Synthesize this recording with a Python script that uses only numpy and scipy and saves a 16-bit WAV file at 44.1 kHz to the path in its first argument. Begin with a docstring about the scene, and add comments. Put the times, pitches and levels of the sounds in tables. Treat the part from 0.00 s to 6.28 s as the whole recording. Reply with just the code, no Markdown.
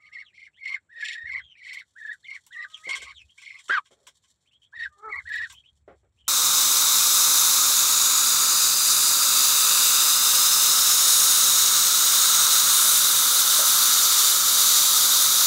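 """Ducklings peep around their mother in a wooden nest box, close to the microphone. A lower and a higher
voice warble in short trills: clean from one side of the syrinx, raspy when the other side joins in.
Thin whistles glide from the back of the box; one loud squawk breaks out nearest of all.
Feet and bills scratch the straw and bump the boards. Across the yard, other poultry call faintly
over quiet outdoor air and a low, swelling rumble of wind or handling on the microphone."""
import sys
import numpy as np
from scipy import signal
from scipy.fft import rfft, irfft, next_fast_len
from scipy.io import wavfile

SR = 44100
rng = np.random.default_rng(int(sys.argv[2]) if len(sys.argv) > 2 else 0)


def unload_audio(sound):
    """Save the sound as a 16-bit wav file, at the path given as the first command line argument."""
    columns = np.transpose(np.atleast_2d(sound))
    # keep every value between -1 and 1, then stretch to whole-number steps
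    steps = np.round(np.clip(columns, -1, 1) * 32767)
    wavfile.write(sys.argv[1], SR, steps.astype(np.int16))


N = 276941
TIME = np.arange(N) / SR
END_HZ = 1357  # every trill drops to this pitch

# spectrum of the rasp in the birds' voices: f/Hz, relative level/dB
RASP_SPECTRUM = [(1470, -32.5), (2500, 9), (2930, 5), (3340, 2), (4330, 6.5), (4780, -6), (5010, -3.5),
                 (5750, -5.5), (6300, -24), (7170, -6), (8100, -15.5), (8880, -15.5), (9510, -34.5),
                 (10300, -22), (15500, -78)]


def undb(db):
    """Decibels to gain."""
    return 10 ** (np.asarray(db) / 20)


def unit(x):
    """Scale to rms 1."""
    return x / np.sqrt(np.mean(x ** 2) + 1e-18)


def noise():
    """White noise."""
    return rng.standard_normal(N)


def cut(x, order, hz, kind="low"):
    """Low-pass or high-pass filter."""
    return signal.sosfilt(signal.butter(order, hz, kind, fs=SR, output="sos"), x)


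def colour(x, points):
    """Filter by a spectrum (f/Hz, level/dB) that falls away below its first point; rms 1."""
    hz, db = np.transpose(points)
    size = next_fast_len(N + 4096)
    f = np.maximum(np.fft.rfftfreq(size, 1 / SR), 1)
    gain = undb(np.interp(np.log(f), np.log(hz), db)) * np.minimum(f / hz[0], 1) ** 2
    return unit(irfft(rfft(x, size) * gain, size)[:N])


def resonate(x, hz, width_hz):
    """A resonance with gain 1 at its centre."""
    return signal.lfilter(*signal.iirpeak(hz, hz / width_hz, fs=SR), x)


def steep_band(x, hz, width_hz):
    """Two equal resonances in series."""
    return resonate(resonate(x, hz, width_hz), hz, width_hz)


def flutter(rate_hz):
    """Smooth random motion of spread 1."""
    return unit(cut(noise(), 2, rate_hz))


def curve(rows, column=1):
    """Join the rows of a table by straight lines in time."""
    rows = np.asarray(rows)
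    return np.interp(TIME, rows[:, 0], rows[:, column])


def gate(start, end, fade):
    """1 between start and end, with soft edges."""
    return np.clip(np.minimum(TIME - start, end - TIME) / fade, 0, 1)


def phase_of(hz):
    """Running phase of a pitch curve."""
    return 2 * np.pi * np.cumsum(hz) / SR


def partials(phase, rows):
    """A stack of harmonics (multiple, level/dB)."""
    return np.sqrt(2) * sum(undb(db) * np.sin(round(k) * phase) for k, db in rows)


def bursts(rows, attack, tail):
    """Envelope of events (t/s, length/s, level/dB): a rise, a sag while they last, a short tail."""
    out = np.zeros(N)
    for start, length, db in rows:
        on = (TIME > start) & (TIME < start + length + 10 * tail)
        age = TIME[on] - start
        decay = np.exp(-.5 * age / length - np.maximum(age - length, 0) / tail)
        out[on] += undb(db) * np.minimum(age / attack, 1) * decay
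    return out


def yard():
    """Quiet outdoor air and a low, swelling rumble of wind or handling on the microphone."""
    # spectrum of the open air: f/Hz, relative level/dB
    air_spectrum = [(15, -51.5), (25, -25.5), (96, 17), (269, 3), (1390, -5), (2810, -7), (3130, -17.5),
                    (4450, -15.5), (4820, -20), (5520, -30), (7630, -3), (9460, -22), (15800, -65)]
    # swells of the rumble: t/s, length/s, level/dB
    swells = [(1.22, 0.24, -59), (2.98, 0.33, -64), (4.76, 0.14, -62.5), (5.07, .52, -61),
              (5.72, 0.92, -67.5)]
    # f/Hz, relative level/dB
    rumble_spectrum = [(25, -25), (50, -11.5), (66, 5.5), (90, -.5), (150, -15), (300, -29), (700, -43)]
    air_db, rumble_rest_db = -79, -83
    air = colour(noise(), air_spectrum) * undb(air_db + flutter(6))
    rumble = cut(colour(noise(), rumble_spectrum), 4, 600)
    return air + rumble * (undb(rumble_rest_db) + bursts(swells, attack=.017, tail=.015))


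def poultry():
    """Across the yard: a hen's short moan and the held notes of far crowing."""
    # the hen's moan: t/s, pitch/Hz, relative level/dB
    moan = [(4.95, 390, -51), (5.015, 425.4, -48.5), (5.035, 421, -35.5), (5.055, 448, -29.5),
            (5.10, 426, -31.5), (5.13, 397, -49.5), (5.16, 435.4, -45), (5.20, 418, -69)]
    # her harmonics: multiple, level/dB
    hen_partials = [(1, -11.5), (2, -12.5), (3, -1.5), (4, -21), (5, -26)]
    # crowed notes: start/s, end/s, pitch/Hz, level/dB
    crows = [(-.1, 0.293, 616, -72.5), (2.545, 2.69, 604, -53.5), (2.643, 2.887, 630, -60.5),
             (4.89, 5.009, 598.5, -62.5)]
    # their harmonics: multiple, level/dB
    crow_partials = [(1, -21.5), (2, 0), (3, -11)]
    quaver = 1 + .03 * flutter(180)
    throb = undb(2 * flutter(70))
    hen = throb * partials(phase_of(curve(moan) * quaver), hen_partials)
    out = hen * undb(curve(moan, 2) - 7) * gate(moan[0][0], moan[-1][0], fade=.048)
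    waver = 1 + .014 * flutter(56)
    fading = undb(2.5 * flutter(25))
    for start, end, hz, db in crows:
        note = partials(phase_of(hz * waver), crow_partials)
        out += undb(db) * gate(start, end, fade=.047) * fading * note
    return out


def box(x, ring_db, ring_t60):
    """Inside the nest box: close wall echoes make gliding notes throb; a short diffuse ring follows."""
    # echoes off the walls: delay/ms, level/dB
    echoes = [(1.9, -23), (4.6, -25.5), (7.9, -17.5)]
    t = TIME[:SR // 4]
    ring = rng.standard_normal(len(t)) * undb(-60 * t / ring_t60) * (t > .004)
    response = undb(ring_db) * ring / np.linalg.norm(ring)
    response[0] = 1
    for ms, db in echoes:
        response[int(ms * SR / 1000)] += undb(db)
    return signal.fftconvolve(x, response / np.linalg.norm(response))[:N]


def bedding():
    """On the box floor, scratched straw crackles in fine grains; down and straw shuffle softly."""
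    # scratches: t/s, level/dB
    strokes = [(1.661, -52), (1.73, -47), (2.344, -51), (2.466, -62.5), (2.526, -55.5), (2.699, -53.5),
               (2.769, -51), (2.889, -33), (2.951, -32.5), (3.017, -39.5), (3.377, -52), (3.416, -48),
               (3.587, -49), (3.681, -41), (3.855, -56.5), (3.914, -57.5), (4.067, -45), (4.237, -60.5),
               (5.497, -42.5)]
    # spectrum of scratched straw: f/Hz, relative level/dB
    straw_spectrum = [(530, -32.5), (900, -32), (1040, 2), (1350, -19.5), (1580, 2.5), (1780, -16),
                      (2010, 0), (2350, -7), (3210, 4), (4760, -5), (5630, -2.5), (8680, -3.5), (9440, -19),
                      (10600, -22), (15800, -37)]
    # loudness of the shuffling: t/s, level/dB
    shuffle_levels = [(0, -81), (.9, -83.5), (1.15, -80), (1.45, -102), (1.8, -80.5), (2.03, -60.5),
                      (2.42, -70.5), (2.6, -62.5), (2.95, -58), (3.33, -68), (3.64, -57), (3.82, -66.5),
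                      (4.3, -68.5), (4.75, -83), (5.14, -60), (5.5, -60.5), (5.75, -83.5), (6.28, -77)]
    # spectrum of the shuffling: f/Hz, relative level/dB
    down_spectrum = [(530, -44.5), (900, -12.5), (1080, -11.5), (1540, -39.5), (1760, -6.5), (2190, -20),
                     (2520, -29), (2650, -20), (3170, -1.5), (4490, 2), (4820, -7), (5570, -3.5), (7510, 0),
                     (9550, -11), (15800, -35)]
    scratch_s = .023
    grains = noise() * undb(2.1 * flutter(1100))
    scratching = bursts([(t, scratch_s, db) for t, db in strokes], attack=.0021, tail=.011)
    scratches = colour(grains, straw_spectrum) * scratching
    crackle = noise() * undb(6 * flutter(24) + 3.6 * flutter(400))
    shuffle = colour(crackle, down_spectrum) * undb(curve(shuffle_levels))
    return scratches + shuffle


def boards():
    """Heavier steps set the thin boards ringing."""
    # bumps on the boards: t/s, length/s, level/dB
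    bumps = [(.975, 0.024, -65), (1.23, 0.033, -69.5), (2.868, 0.025, -45), (2.93, 0.12, -60.5),
             (3.022, 0.0098, -57), (3.694, 0.0097, -38), (3.907, 0.025, -54.5), (3.96, 0.097, -69),
             (4.07, 0.025, -66.5), (5.877, 0.026, -44.5), (5.905, 0.039, -53), (6.03, 0.037, -65.5)]
    # resonances of the wood: f/Hz, half-width/Hz, relative level/dB
    modes = [(181, 180, -6.5), (362, 190, -4), (475, 110, -5), (731, 43, -22), (1019, 260, -17.5),
             (1850, 57, -14)]
    push = noise()
    wood = sum(undb(db) * steep_band(push, hz, 2 * half_width) for hz, half_width, db in modes)
    wood = unit(cut(wood, 2, 240, "high"))  # thin boards radiate little bass
    return wood * bursts(bumps, attack=.003, tail=.012)


def pecks():
    """A bill strikes: a bright tick and a short hollow knock."""
    # bill strikes: t/s, tick level/dB, knock level/dB
    strikes = [(1.737, -47.5, -57), (1.789, -56, -68), (2.465, -48, -54.5), (4.07, -47.5, -42),
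               (4.732, -87, -41), (5.154, -58.5, -42.5), (5.289, -53, -56), (5.355, -46.5, -66),
               (5.524, -44, -47.5)]
    tick_s, knock_s = .0056, .011
    tick = colour(noise(), [(2000, -11.5), (7500, 0), (15000, -16.5)])
    knock = unit(steep_band(noise(), hz=996, width_hz=147))
    ticks = tick * bursts([(t, tick_s, db) for t, db, _ in strikes], attack=.00044, tail=.011)
    knocks = knock * bursts([(t, knock_s, db) for t, _, db in strikes], attack=.014, tail=.0031)
    return ticks + knocks


def whistles():
    """Thin, hoarse glides from the back of the box, each bent through three pitches."""
    # gliding whistles: start/s, end/s, first pitch/Hz, last pitch/Hz, level/dB
    glides = [(0.239, 0.312, 4130, 2290, -56.5), (0.532, 0.594, 2410, 3480, -58.5),
              (1.386, 1.58, 3108, 2270, -54), (2.226, 2.29, 4297, 2242, -53),
              (2.514, 2.561, 4080, 2246, -49.5), (2.716, 2.784, 3997, 2580, -46),
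              (3.141, 3.231, 4100, 2440, -47), (3.281, 3.339, 2830, 3353, -59.5),
              (4.458, 4.499, 2260, 3460, -60.5), (4.509, 4.579, 2670, 3403, -61),
              (4.614, 4.676, 2980, 3597, -57), (5.528, 5.613, 2420, 3160, -53),
              (5.633, 5.702, 2313, 3196, -57.5), (6.169, 6.235, 2280, 2820, -65),
              (6.24, 6.32, 2910, 3330, -57.5)]
    midway_hz = 3158
    bright_db = -31.5  # at this level the overtone would be as strong as the whistle
    hz, gain = np.full(N, 3000.), np.zeros(N)
    for start, end, first_hz, last_hz, db in glides:
        on = (TIME > start) & (TIME < end)
        progress = (TIME[on] - start) / (end - start)
        bend = np.polyfit([0, .5, 1], [first_hz, midway_hz, last_hz], 2)
        hz[on] = np.polyval(bend, progress)
        gain[on] = undb(db) * np.sin(np.pi * progress) ** .5
    phase = phase_of(hz * (1 + .036 * flutter(600) + .025 * flutter(70)))
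    waver = undb(5 * flutter(120) - 2.5)
    overtone = gain / undb(bright_db) * np.sin(2 * phase)
    thin = gain * waver * np.sqrt(2) * (np.sin(phase) + overtone)
    return box(thin, ring_db=-27, ring_t60=.24)  # farther back, so more of the box's ring


def squawk():
    """Nearest the microphone, a loud, low, rough arch: both sides of the syrinx flap at clashing pitches."""
    # course of the squawk: t/s, pitch/Hz, level/dB
    course = [(3.691, 1175, -29), (3.699, 1360, -21), (3.714, 1604, -21.5), (3.738, 1623, -19),
              (3.767, 1419, -24), (3.783, 1185, -18), (3.792, 1088, -34.5), (3.803, 860, -42.5)]
    hz = curve(course)
    phase = phase_of(hz * (1 + .028 * flutter(450)))
    tone = partials(phase, [(1, -.5), (2, -18), (3, -23), (4, -34)])
    clash_phase = phase_of((hz + 360) * (1 + .06 * flutter(500)))
    clash = partials(clash_phase, [(1, -12), (2, -24)])
    flap = undb(2.3 * flutter(350) - .5)
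    breath = undb(-23.5) * colour(noise(), RASP_SPECTRUM)
    envelope = undb(curve(course, 2)) * gate(course[0][0], course[-1][0], fade=.0077)
    call = ((tone + clash) * flap + breath) * envelope
    return cut(call, 8, 900, "high")  # a small throat radiates nothing low


def warble(age, length, crest_hz, dip_hz):
    """One trill swoops up to its first note, repeats it at an even pace and drops after the last."""
    swoop_s, note_s, drop_s = .042, .044, .039
    swoop_depth, edge_db = .33, -25  # share of the crest pitch; level at both ends
    body = length - swoop_s - drop_s
    notes = max(round(body / note_s), 1)
    dip = np.sin(np.pi * notes * np.clip((age - swoop_s) / body, 0, 1)) ** 2
    rise = np.clip(1 - age / swoop_s, 0, 1) ** 2
    fall = np.clip(1 - (length - age) / drop_s, 0, 1) ** 2
    hz = crest_hz * (1 - swoop_depth * rise) - dip_hz * dip + fall * (END_HZ - crest_hz)
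    arch = 1 - dip - rise - fall  # 1 on each crest
    fade = np.minimum(np.minimum(age, length - age) / .002, 1)
    ends = undb(edge_db * (rise ** 2 + fall ** 2)) * fade
    return hz, dip, arch, ends


def hump(late, swell_db_per_s, sag_db_per_s):
    """Level in dB that climbs to 0 at the climax and sags after it."""
    return np.minimum(swell_db_per_s * late, -sag_db_per_s * late)


def phrase(trills):
    """Pitch, arch and the gains of tone, rasp and undertone: each trill swells to its climax, then sags."""
    tone_dip_db, rasp_dip_db = 2, -5  # level change between notes
    rasp_lead_s, undertone_s = .0086, .091
    hz = np.full(N, float(END_HZ))
    arch, tone, rasp, under = np.zeros((4, N))
    for start, end, crest_hz, dip_hz, climax, swell, tone_db, rasp_db, under_db in trills:
        on = (TIME > start) & (TIME < end)
        age, length = TIME[on] - start, end - start
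        hz[on], dip, arch[on], ends = warble(age, length, crest_hz, dip_hz)
        late = age - climax * length
        tone_hump = hump(late, swell, sag_db_per_s=6)
        rasp_hump = hump(late + rasp_lead_s, 2.15 * swell, sag_db_per_s=71.5)  # earlier and steeper
        tone[on] = ends * undb(tone_db + tone_hump + tone_dip_db * dip)
        rasp[on] = ends * undb(rasp_db + rasp_hump + rasp_dip_db * dip)
        under += undb(under_db) * gate(end - undertone_s, end, fade=.035)  # the voice breaks at the end
    return hz, arch, tone, rasp, under


def duckling(trills):
    """One side of the syrinx whistles reedily; pushed harder, the other joins in wider, ragged arches."""
    # how throat and box carry the tone as it glides: f/Hz, gain/dB
    carry = [(1400, -4), (1600, 6.5), (1800, -2), (1900, 3.5), (2000, -3), (2100, 4), (2230, -1),
             (2360, -5.5), (2650, -13)]
    # overtones of the reedy side: multiple, relative level/dB
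    reed_partials = [(2, 13.5), (3, -14), (4, -15.5), (5, 0.5)]
    # harmonics of the ragged side: multiple, relative level/dB
    ragged_partials = [(1, -4), (2, 2), (3, 1.5), (4, 0)]
    wander, overtone_db, bill_db = .015, -19.5, 5
    hz, arch, tone, rasp, under = phrase(trills)
    hz = hz * (1 + wander * flutter(30))
    hoarse = rasp / (rasp + tone + 1e-9)
    phase = phase_of(hz * (1 + (.004 + .075 * hoarse ** 2) * flutter(500)))
    shimmer = undb((2.4 + 4.5 * hoarse) * flutter(80))
    whistle = np.sqrt(2) * np.sin(phase) * undb(np.interp(hz, *np.transpose(carry))) * shimmer

    sputter = undb(4 * flutter(90) - 1.8)
    scrape = (.06 + .26 * hoarse) * flutter(900)
    overtones = sputter * colour(partials(phase + scrape, reed_partials), RASP_SPECTRUM)
    reed = (undb(overtone_db) * tone + .42 * rasp) * overtones

    ragged_hz = 1.05 * hz + arch * (600 + 170 * flutter(25))
    ragged_phase = phase_of(ragged_hz * (1 + .021 * flutter(600)))
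    screech = colour(partials(ragged_phase, ragged_partials), RASP_SPECTRUM)
    hiss = colour(noise() * (1 + np.sin(phase)), RASP_SPECTRUM)
    grit = (.95 * screech + (.25 + .65 * hoarse) * hiss) * undb(3.5 * flutter(120))

    bill = undb(bill_db * (arch - .7))  # the bill opens on each crest and lets the treble out
    undertone = unit(steep_band(noise(), hz=1121, width_hz=210))
    return tone * whistle + bill * (reed + rasp * grit) + under * undertone


def scene():
    """Two voices overlap in the nest box, the squawk is nearest and driest, and the yard lies behind."""
    # the ducklings' trills: start/s, end/s, crest pitch/Hz, dip between notes/Hz,
    # climax/share of length, swell/(dB/s), tone level/dB, rasp level/dB, undertone level/dB
    trills = [(-.015, 0.102, 2294, 240, 0.76, 105, -55.5, -60, -85),
              (0.103, 0.237, 2238, 336.2, 0.39, 312.5, -42.5, -48.5, -89),
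              (0.325, 0.487, 2370, 326.8, 0.54, 66, -49, -52, -101),
              (0.564, 0.773, 2250, 183, 0.55, 230, -35.5, -38, -54.5),
              (0.883, 1.303, 1910, 152.7, 0.32, 161, -39, -43, -97),
              (0.971, 1.164, 2808, 694.2, 0.48, 158, -38, -31, -91),
              (1.246, 1.411, 2252, 264.6, 0.44, 189.5, -34, -46, -53),
              (1.551, 1.825, 2306, 359.1, 0.57, 87.5, -41.5, -39.5, -68.5),
              (1.95, 2.152, 1895, 198, 0.64, 103, -38.5, -55.5, -89),
              (2.231, 2.38, 2302, 208.5, 0.56, 158, -40.5, -47.5, -66),
              (2.502, 2.659, 1982, 123.4, 0.9, 120, -30.5, -44.5, -80),
              (2.824, 2.972, 2230, 144.4, 0.58, 195, -32.5, -34.5, -44.5),
              (2.959, 3.132, 2351, 305.8, .5, 42, -45, -43, -51),
              (3.371, 3.61, 2675, 644, 0.47, 53.5, -45, -45.5, -64.5),
              (4.721, 4.871, 1940, 147.5, 0.64, 159, -32.5, -41.5, -69),
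              (5.072, 5.212, 2248, 319.4, 0.34, 452, -34, -69, -45),
              (5.246, 5.467, 1939, 229.7, 0.46, 132, -32.5, -36, -60)]
    split_hz = 2080  # one duckling's crests lie below this pitch, the other's above
    low = duckling([row for row in trills if row[2] < split_hz])
    high = duckling([row for row in trills if row[2] >= split_hz])
    nest = low + high + whistles() + pecks() + bedding() + boards()
    inside = box(nest, ring_db=-5.5, ring_t60=.067)
    near = box(squawk(), ring_db=-13, ring_t60=.043)
    return (inside + near + poultry() + yard())[None]


def record(dry):
    """One microphone, hollow from close reflections; the recorder cuts the top."""
    # bands that the reflections cancel at the microphone: f/Hz, width/Hz, gain/dB
    hollows = [(1273, 22, -1.5), (2712, 350, -6), (4080, 520, -8), (4774, 500, -15), (6397, 700, -9.5),
               (8190, 370, -22), (9100, 130, -5), (9820, 450, -11)]
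    top_hz = 15800
    out = dry
    for hz, width_hz, db in hollows:
        out = out - (1 - undb(db)) * resonate(out, hz, width_hz)
    return signal.sosfilt(signal.ellip(10, .2, 70, top_hz, fs=SR, output="sos"), out)


dry = scene()
out = record(dry)
unload_audio(out)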